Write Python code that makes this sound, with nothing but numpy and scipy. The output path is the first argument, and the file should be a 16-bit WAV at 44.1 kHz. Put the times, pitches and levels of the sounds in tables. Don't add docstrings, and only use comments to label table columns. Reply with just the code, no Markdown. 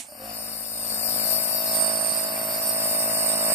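import sys
import numpy as np
from scipy import signal
from scipy.fft import rfft, irfft, next_fast_len
from scipy.io import wavfile
from scipy.ndimage import uniform_filter1d, map_coordinates

SR = 44100
rng = np.random.default_rng(int(sys.argv[2]) if len(sys.argv) > 2 else 0)


def volts_from_decibels(level):
    exponent = np.asarray(level, float) / 20
    return 10 ** exponent


def store_wav(level_fs):
    pcm = np.round(np.clip(np.atleast_2d(level_fs), -1, 1) * 32767)
    wavfile.write(sys.argv[1], SR, pcm.T.astype(np.int16))


N = 156114
T = np.arange(N) / SR


def unit(x):
    return x / np.sqrt(np.mean(np.abs(x) ** 2) + 1e-20)


def along(points, hz):
    f, v = np.transpose(points)
    return np.interp(np.log(hz + 1), np.log(f + 1), v)


def closed(points, hz):
    inside = (hz > points[0][0] * .9) * (hz < points[-1][0] * 1.05)
    return volts_from_decibels(along(points, hz)) * inside


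def curves(rows, t):
    s, *cols = np.transpose(rows)
    return [np.interp(t, s, c) for c in cols]


def wobble(rate):
    knots = rng.standard_normal(int(N * rate / SR) + 4)
    return map_coordinates(knots, [np.arange(N) * rate / SR])


def filtered(x, response):
    m = next_fast_len(N + SR // 2)
    return irfft(rfft(x, m) * response(np.fft.rfftfreq(m, 1 / SR)), m)[..., :N]


# time_s, lag_samples
EAR_LAG = [(.25, 0), (.4, -5), (1.55, -5), (1.72, -20), (2.12, -20), (2.3, -10), (2.55, -10), (2.75, 5)]


def shaped(gain, alike, phase=0, patchy_db=6.0):
    hz, t, z = signal.stft(rng.standard_normal((3, N)), SR, nperseg=512)
    patches = rng.standard_normal(z[1:].shape)
    patches = uniform_filter1d(uniform_filter1d(patches, 5, 1), 10, 2)
    shared = np.clip(alike(hz[:, None]), 0, 1)
    lag = phase * hz[:, None] * curves(EAR_LAG, t)[0]
    turn = np.exp(.5j * np.multiply.outer([1, -1], lag))
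    mix = np.sqrt(shared) * z[0] * turn + np.sqrt(1 - shared) * z[1:]
    mix = mix * gain(hz[:, None], t) * volts_from_decibels(patchy_db * unit(patches))
    return signal.istft(mix, nperseg=512)[1][:, :N]


def room():
    noise = shaped(lambda hz, t: (hz > 90) / np.sqrt(hz + 900), lambda hz: 0.076 + 0 * hz)
    return volts_from_decibels(-64) * unit(noise)


# time_s, peak_db
HAND_BUMPS = [
    (1.799, -58),
    (1.869, -58),
    (2.219, -64),
    (2.329, -65),
    (2.479, -58),
    (3.499, -57),
]


def hands():
    bump_s, bump_hz = .025, 52
    push = sum(volts_from_decibels(db + 2.5) * np.exp(-((T - s) / bump_s) ** 2) for s, db in HAND_BUMPS)
    push = push * np.sin(2 * np.pi * bump_hz * T)
    noise = rng.standard_normal((2, N))
    rumble = unit(filtered(noise, lambda hz: (hz > 35) / (1 + (hz / bump_hz) ** 4)))
    return push * volts_from_decibels([[1], [-1]]) + volts_from_decibels(-75 + 3.2 * wobble(7.9)) * rumble


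# start_s, level_db, pitch_hz
PLASTIC_TAPS = [
    (1.035, -43, 2400),
    (2.188, -41, 2340),
    (2.362, -35.5, 2370),
]


def taps():
    t60_s, rise_s = 0.095, 0.00067
    total = np.zeros(N)
    for start, db, hz in PLASTIC_TAPS:
        since = np.clip(T - start, 0, None)
        envelope = volts_from_decibels(db - 60 * since / t60_s) * (1 - np.exp(-since / rise_s))
        total += envelope * np.sin(2 * np.pi * hz * since)
    return total * volts_from_decibels([[1.5], [-1.5]])


# frequency_hz, level_db (per Hz)
CLICK_SPECTRUM = [(900, -14), (1400, -26.5), (2400, -9.5), (5000, -14.5), (8500, -1.5), (14600, -24)]
# pitch_hz, level_db, t60_s
CASE_RING = [
    (262, -45, 0.1),
    (680, -47, 0.097),
    (837, -57, 0.62),
]


def switch():
    level_db, t60_s = -31, 0.19
    colour = lambda hz, t: closed(CLICK_SPECTRUM, hz) * volts_from_decibels([[[-2.5]], [[2.5]]])
    echo = unit(shaped(colour, lambda hz: .5 + 0 * hz, patchy_db=0.5))
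    ring = sum(volts_from_decibels(db - 60 * T / t60) * np.sin(2 * np.pi * hz * T) for hz, db, t60 in CASE_RING)
    return volts_from_decibels(level_db - 60 * T / t60_s) * echo + ring


# time_s, rate_hz (strokes per second)
RUN_UP = [
    (.05, 22),
    (.137, 33),
    (.19, 45),
    (.215, 53.5),
    (.24, 54.6),
    (.3, 54.25),
]
RUNNING_HZ = 54.25
TURNS = np.cumsum(np.where(T < RUN_UP[-1][0], curves(RUN_UP, T)[0], RUNNING_HZ)) / SR

# time_s, jet_db, cup_db (over the jet), jet_pan_db, cup_pan_db (left over right)
MASK_TURNS = [(.05, -60, 13.5, 10, -13), (.17, -52, 5, 10.5, -6), (.34, -44, 8, 7, 6),
              (.4, -41, 4.5, 6, -5), (.75, -39.5, 4, 10.5, -6), (.95, -35.5, 5.5, 9, -2),
              (1.29, -29, 0, 9.5, -2.5), (1.63, -30, -2.5, 8.5, -5), (1.76, -30, 6, 5.5, -16.5),
              (1.9, -34, 8, -1, -14), (2.2, -34, 6.5, 0.5, -14), (2.36, -36, 2.5, 4, -11),
              (2.6, -34.5, 4.5, -3, -9), (2.7, -33.5, 3, 4.5, -18.5), (2.95, -31, 1, 3.5, -12.5),
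              (3.1, -32.5, 4, 6, -11), (3.3, -31.5, 6, 2, -18), (3.4, -32, 4, 1, -12),
              (3.54, -31, 8, -1, -13)]
# time_s, pitch_hz
CUP_PITCH = [(.1, 8800), (1.6, 8645), (2.0, 8730), (3.5, 8590)]
# frequency_hz, level_db
JET_SPECTRUM = [(9300, -12), (10100, -2.5), (11300, -11), (12100, 3), (12550, -4.5), (13000, 0),
                (14250, -1), (14500, 2.5)]
# frequency_hz, level_db
NECK_SPECTRUM = [(3480, -21.5), (3740, -11), (4020, -21), (4400, -5.5), (5300, -7), (6500, -26.5),
                 (7200, -9.5), (7700, -15.5)]
# time_s, level_db
JET_FACING = [(.5, 2), (1.3, -1), (1.75, 0), (2.5, 2.5), (3.0, 2.5), (3.5, 3.5)]


def mask_gain(hz, t):
    jet_db, cup_db, jet_pan, cup_pan = curves(MASK_TURNS, t)
    neck_pan = 9.5
    aim = lambda db: volts_from_decibels(np.multiply.outer([.5, -.5], db + 0 * t))[:, None]
    bell = lambda centre, width: np.exp(-((hz - centre) / width) ** 2)
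    off = hz - curves(CUP_PITCH, t)[0]
    cup = 1 / (1 + (2 * off / 150) ** 2) + volts_from_decibels(2 * -25) * np.exp(-(off / 900) ** 2)
    cup = np.sqrt(cup) * np.exp(-(off / 1800) ** 4) * volts_from_decibels(cup_db + 15.5) * aim(cup_pan)
    neck = closed(NECK_SPECTRUM, hz) * volts_from_decibels(-3 + 14.5 + 0.61 * cup_db)
    neck = neck * aim(neck_pan + 0.33 * cup_pan)
    sweep_s, sweep_long_s = 1.17, 0.32
    sweep_hz = 12450 + 1500 * (t - sweep_s)
    sweep_db = 6.5 * np.exp(-((t - sweep_s) / sweep_long_s) ** 2 - ((hz - sweep_hz) / 500) ** 2)
    jet = closed(JET_SPECTRUM, hz) * volts_from_decibels(10.5 + curves(JET_FACING, t)[0] + sweep_db) * aim(jet_pan)
    collar = volts_from_decibels(6 + 0.4 * curves(EAR_LAG, t)[0]) * bell(5508, 213) * aim(neck_pan)
    pipe = volts_from_decibels(11) * bell(4668, 160) * aim(neck_pan - 3.5)
    return volts_from_decibels(jet_db) * np.sqrt(pipe ** 2 + collar ** 2 + cup ** 2 + neck ** 2 + jet ** 2)


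def mask():
    hiss = shaped(mask_gain, lambda hz: .82 + 0 * hz, phase=-2 * np.pi / SR, patchy_db=2.0)
    pulse = 1 + 0.034 * np.cos(2 * np.pi * (TURNS - .4))
    return hiss * pulse * volts_from_decibels(0.33 * wobble(20)) * np.clip(T / 0.11, 0, 1)


def strokes():
    jitter_s, scatter_db = .00003, .6
    k = np.arange(1, int(TURNS[-1]))
    draw = rng.standard_normal((len(k), 2))
    at = (np.interp(k, TURNS, T) + jitter_s * draw[:, 0]) * SR
    near = np.floor(at)[:, None] + np.arange(-7, 9)
    force = np.sinc(near - at[:, None]) * volts_from_decibels(scatter_db * draw[:, 1:])
    return np.bincount(near.astype(int).ravel(), force.ravel(), N)[:N]


# order (stroke multiple), level_db, pan_db (left over right)
FIRST_HARMONICS = [(1.0, -9.0, 1.0), (2.0, -8.0, -1.0), (3.0, -20.0, -0.0), (4.0, 0.0, -1.0),
                   (5.0, -6.0, -1.0), (6.0, -11.0, 2.0), (7.0, -20.0, -14.0), (8.0, -22.0, -5.0),
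                   (9.0, -6.0, 7.0), (10.0, -9.0, 2.0), (11.0, -1.0, -1.0), (12.0, -4.0, -5.0),
                   (13.0, -1.0, 1.0), (14.0, -6.0, 10.0), (15.0, -22.0, -4.0), (16.0, -12.0, 6.0),
                   (17.0, -19.0, -14.0), (18.0, -8.0, -4.0), (19.0, -9.0, 3.0), (20.0, -7.0, -0.0),
                   (21.0, -11.0, -4.0), (22.0, -11.0, -6.0), (23.0, -16.0, -10.0), (24.0, -21.0, -6.0),
                   (25.0, -15.0, 3.0), (26.0, -21.0, -1.0), (27.0, -15.0, -8.0), (28.0, -20.0, -14.0),
                   (29.0, -26.0, 3.0), (30.0, -16.0, -1.0)]
# order (stroke multiple), level_db, pan_db (left over right)
SECOND_HARMONICS = [(1.0, -42.0, 5.0), (2.0, -19.0, -1.0), (3.0, -23.0, -3.0), (4.0, -11.0, -2.0),
                    (5.0, -14.0, -0.0), (6.0, -18.0, 2.0), (7.0, -22.0, -7.0), (8.0, -35.0, -14.0),
                    (9.0, -16.0, 4.0), (10.0, -14.0, -3.0), (11.0, -5.0, -2.0), (12.0, 0.0, 0.0),
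                    (13.0, -13.0, -0.0), (14.0, -12.0, 5.0), (15.0, -27.0, -11.0), (16.0, -13.0, -4.0),
                    (17.0, -20.0, -9.0), (18.0, -13.0, -4.0), (19.0, -16.0, 4.0), (20.0, -12.0, -5.0),
                    (21.0, -19.0, -9.0), (22.0, -16.0, -5.0), (23.0, -18.0, -5.0), (24.0, -25.0, 1.0),
                    (25.0, -29.0, -11.0), (26.0, -26.0, -5.0), (27.0, -23.0, -5.0), (28.0, -22.0, -14.0),
                    (29.0, -28.0, 7.0), (30.0, -39.0, -7.0), (31.0, -27.0, -13.0), (32.0, -40.0, -8.0),
                    (33.0, -27.0, -14.0), (34.0, -28.0, -5.0), (35.0, -28.0, -14.0), (36.0, -24.0, -11.0),
                    (37.0, -44.0, 0.0), (38.0, -30.0, -12.0), (39.0, -30.0, 1.0), (40.0, -30.0, -4.0),
                    (41.0, -28.0, -9.0), (42.0, -30.0, -8.0), (43.0, -38.0, -4.0), (44.0, -36.0, 8.0),
                    (45.0, -30.0, -7.0), (46.0, -31.0, -0.0), (47.0, -26.0, -3.0), (48.0, -44.0, 0.0),
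                    (49.0, -23.0, -4.0), (50.0, -24.0, -6.0), (51.0, -27.0, -11.0), (52.0, -32.0, -9.0),
                    (53.0, -32.0, 2.0), (54.0, -35.0, -4.0)]
# frequency_hz, phase_rad
EAR_PHASE = [(100, 0), (270, -.1), (325, -.6), (490, .2), (650, -1.05), (760, -.8), (900, -1.7),
             (2410, -1.5)]
# frequency_hz, spread_rad
WALL_SCATTER = [(100, -.6), (400, -.9), (500, -.45), (780, -.45), (900, 1.6), (3000, 2.2)]


def knock(blows, share):
    late_s = .0028
    walls = rng.standard_normal(SR // 100)

    def path(orders, hz):
        colour = np.array([closed([(o * RUNNING_HZ, db + ear * pan) for o, db, pan in orders], hz)
                           for ear in (.5, -.5)])
        scatter = along(WALL_SCATTER, hz) * map_coordinates(walls, [hz / 60])
        smear = np.exp(1j * scatter - 2j * np.pi * hz * late_s)
        return colour * smear * np.exp(np.multiply.outer([1, -1], .5j * along(EAR_PHASE, hz)))

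    first = unit(filtered(blows, lambda hz: path(FIRST_HARMONICS, hz))) * volts_from_decibels(-4 + 1.5)
    second = unit(filtered(blows, lambda hz: path(SECOND_HARMONICS, hz)))
    moving = volts_from_decibels(4 * share * (1 - share) * wobble(30))
    return ((1 - share) * first + share * second) * moving


# frequency_hz, level_db (per Hz)
VALVE_SPECTRUM = [(60, -19), (216, -9), (420, -21.5), (650, -1), (830, -15), (1070, -13), (2900, -13.5),
                  (3250, -30)]
# frequency_hz, coherence (0-1)
VALVE_ALIKE = [(60, 0.3), (500, 0.77), (1500, 0), (3000, .2)]


def valve_air():
    gate = 1 + 0.058 * np.cos(2 * np.pi * (TURNS - 0.48))
    air = shaped(lambda hz, t: closed(VALVE_SPECTRUM, hz), lambda hz: along(VALVE_ALIKE, hz), patchy_db=2.15)
    return unit(gate * air)


# pitch_hz, time_s, level_db
RUN_UP_MODES = [
    (597, .13, -44.5),
    (527, 0.227, -44.5),
    (710, .28, -51.5),
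]


def shudder(blows):
    total = np.zeros(N)
    for c, s, db in RUN_UP_MODES:
        mode = filtered(blows, lambda hz: 1j * hz / (c * c - hz * hz + 1j * hz * 25))
        mode = np.resize(unit(mode[:SR // 3]), N)
        total += volts_from_decibels(db) * np.exp(-((T - s) / .05) ** 2) * mode
    return total


# time_s, level_db
PUMP_LEVEL = [(.05, -50), (.1, -52), (.16, -45.5), (.24, -40), (.32, -40.5), (.7, -43), (.95, -36.5),
              (1.3, -34), (1.65, -35), (1.8, -32.5), (2.2, -33.5), (3.05, -32), (3.3, -30), (3.42, -31.5),
              (3.54, -27)]
# time_s, share (of the second place, 0-1)
PHONE_SHIFT = [
    (.85, 0),
    (1.2, .3),
    (1.28, .9),
    (1.6, 1),
]


def pump():
    blows = strokes()
    share = np.clip(curves(PHONE_SHIFT, T)[0], 0, 1)
    buzz = knock(blows, share) * volts_from_decibels(.8 * wobble(5.51))
    air = volts_from_decibels(-10 + 1.5 * (3 - share)) * valve_air()
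    return shudder(blows) + volts_from_decibels(curves(PUMP_LEVEL, T)[0]) * (buzz + air)


def scene():
    buzz = pump()
    cut = np.clip((T - 1.09) / .03, 0, 1)
    buzz = buzz - cut * filtered(buzz, lambda hz: hz < 75)
    return room() + hands() + taps() + switch() + mask() + buzz


# frequency_hz, left_db, right_db
STEP_SIZE = [(1100, -30, -30), (1800, -5, -14), (2500, -7, -8), (3300, 1, 3), (4600, -5, -1), (6300, 1, 4),
             (7600, -5, -8), (14000, -14, -14)]
# time_s, left_db, right_db
STEP_EASE = [(.12, 7, 3), (.3, -1, 1), (1.05, 5, 4), (1.15, -3, -2), (1.55, 0, 1), (1.7, -2, 2),
             (2.65, -2, 0), (3.2, 4, 3)]


def thrifty(x, size=1024):
    n, k = np.arange(2 * size), np.arange(size)
    window = np.sin(np.pi * (n + .5) / (2 * size))[:, None]
    basis = window * np.cos(np.pi / size * np.outer(n + .5 + size / 2, k + .5)) * np.sqrt(2 / size)
    blocks = np.pad(x, ((0, 0), (size, 2 * size - N % size))).reshape(2, -1, size)
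    lines = np.concatenate([blocks[:, :-1], blocks[:, 1:]], axis=2) @ basis
    hz = (k + .5) * SR / (2 * size)
    t = np.arange(lines.shape[1]) * size / SR
    nearby = uniform_filter1d(uniform_filter1d(lines ** 2, 150, axis=2), size=3, axis=1)
    luck = np.repeat(rng.standard_normal(lines.shape[:2] + (size // 8,)), 8, axis=2)
    ease = np.multiply.outer(curves(STEP_EASE, t), hz < 4300)
    ease = ease - 20 * (t < .07)[:, None] - 6 * np.outer(t < .33, hz > 4300)
    step_db = np.array(curves(STEP_SIZE, hz))[:, None] + ease + 1.5 * luck
    step = np.sqrt(np.abs(nearby) + 1e-16) * volts_from_decibels(step_db)
    rounded = np.sign(lines) * np.floor(np.abs(lines) / step + .4) * step
    back = rounded @ basis.T
    return (back[:, 1:, :size] + back[:, :-1, size:]).reshape(2, -1)[:, :N]


def low_pass(x):
    return signal.sosfilt(signal.butter(12, 15380, fs=SR, output="sos"), x)


def record(dry):
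    mix = filtered(thrifty(dry), lambda hz: hz < 14540)
    return low_pass(mix)


dry = scene()
out = record(dry)
store_wav(out)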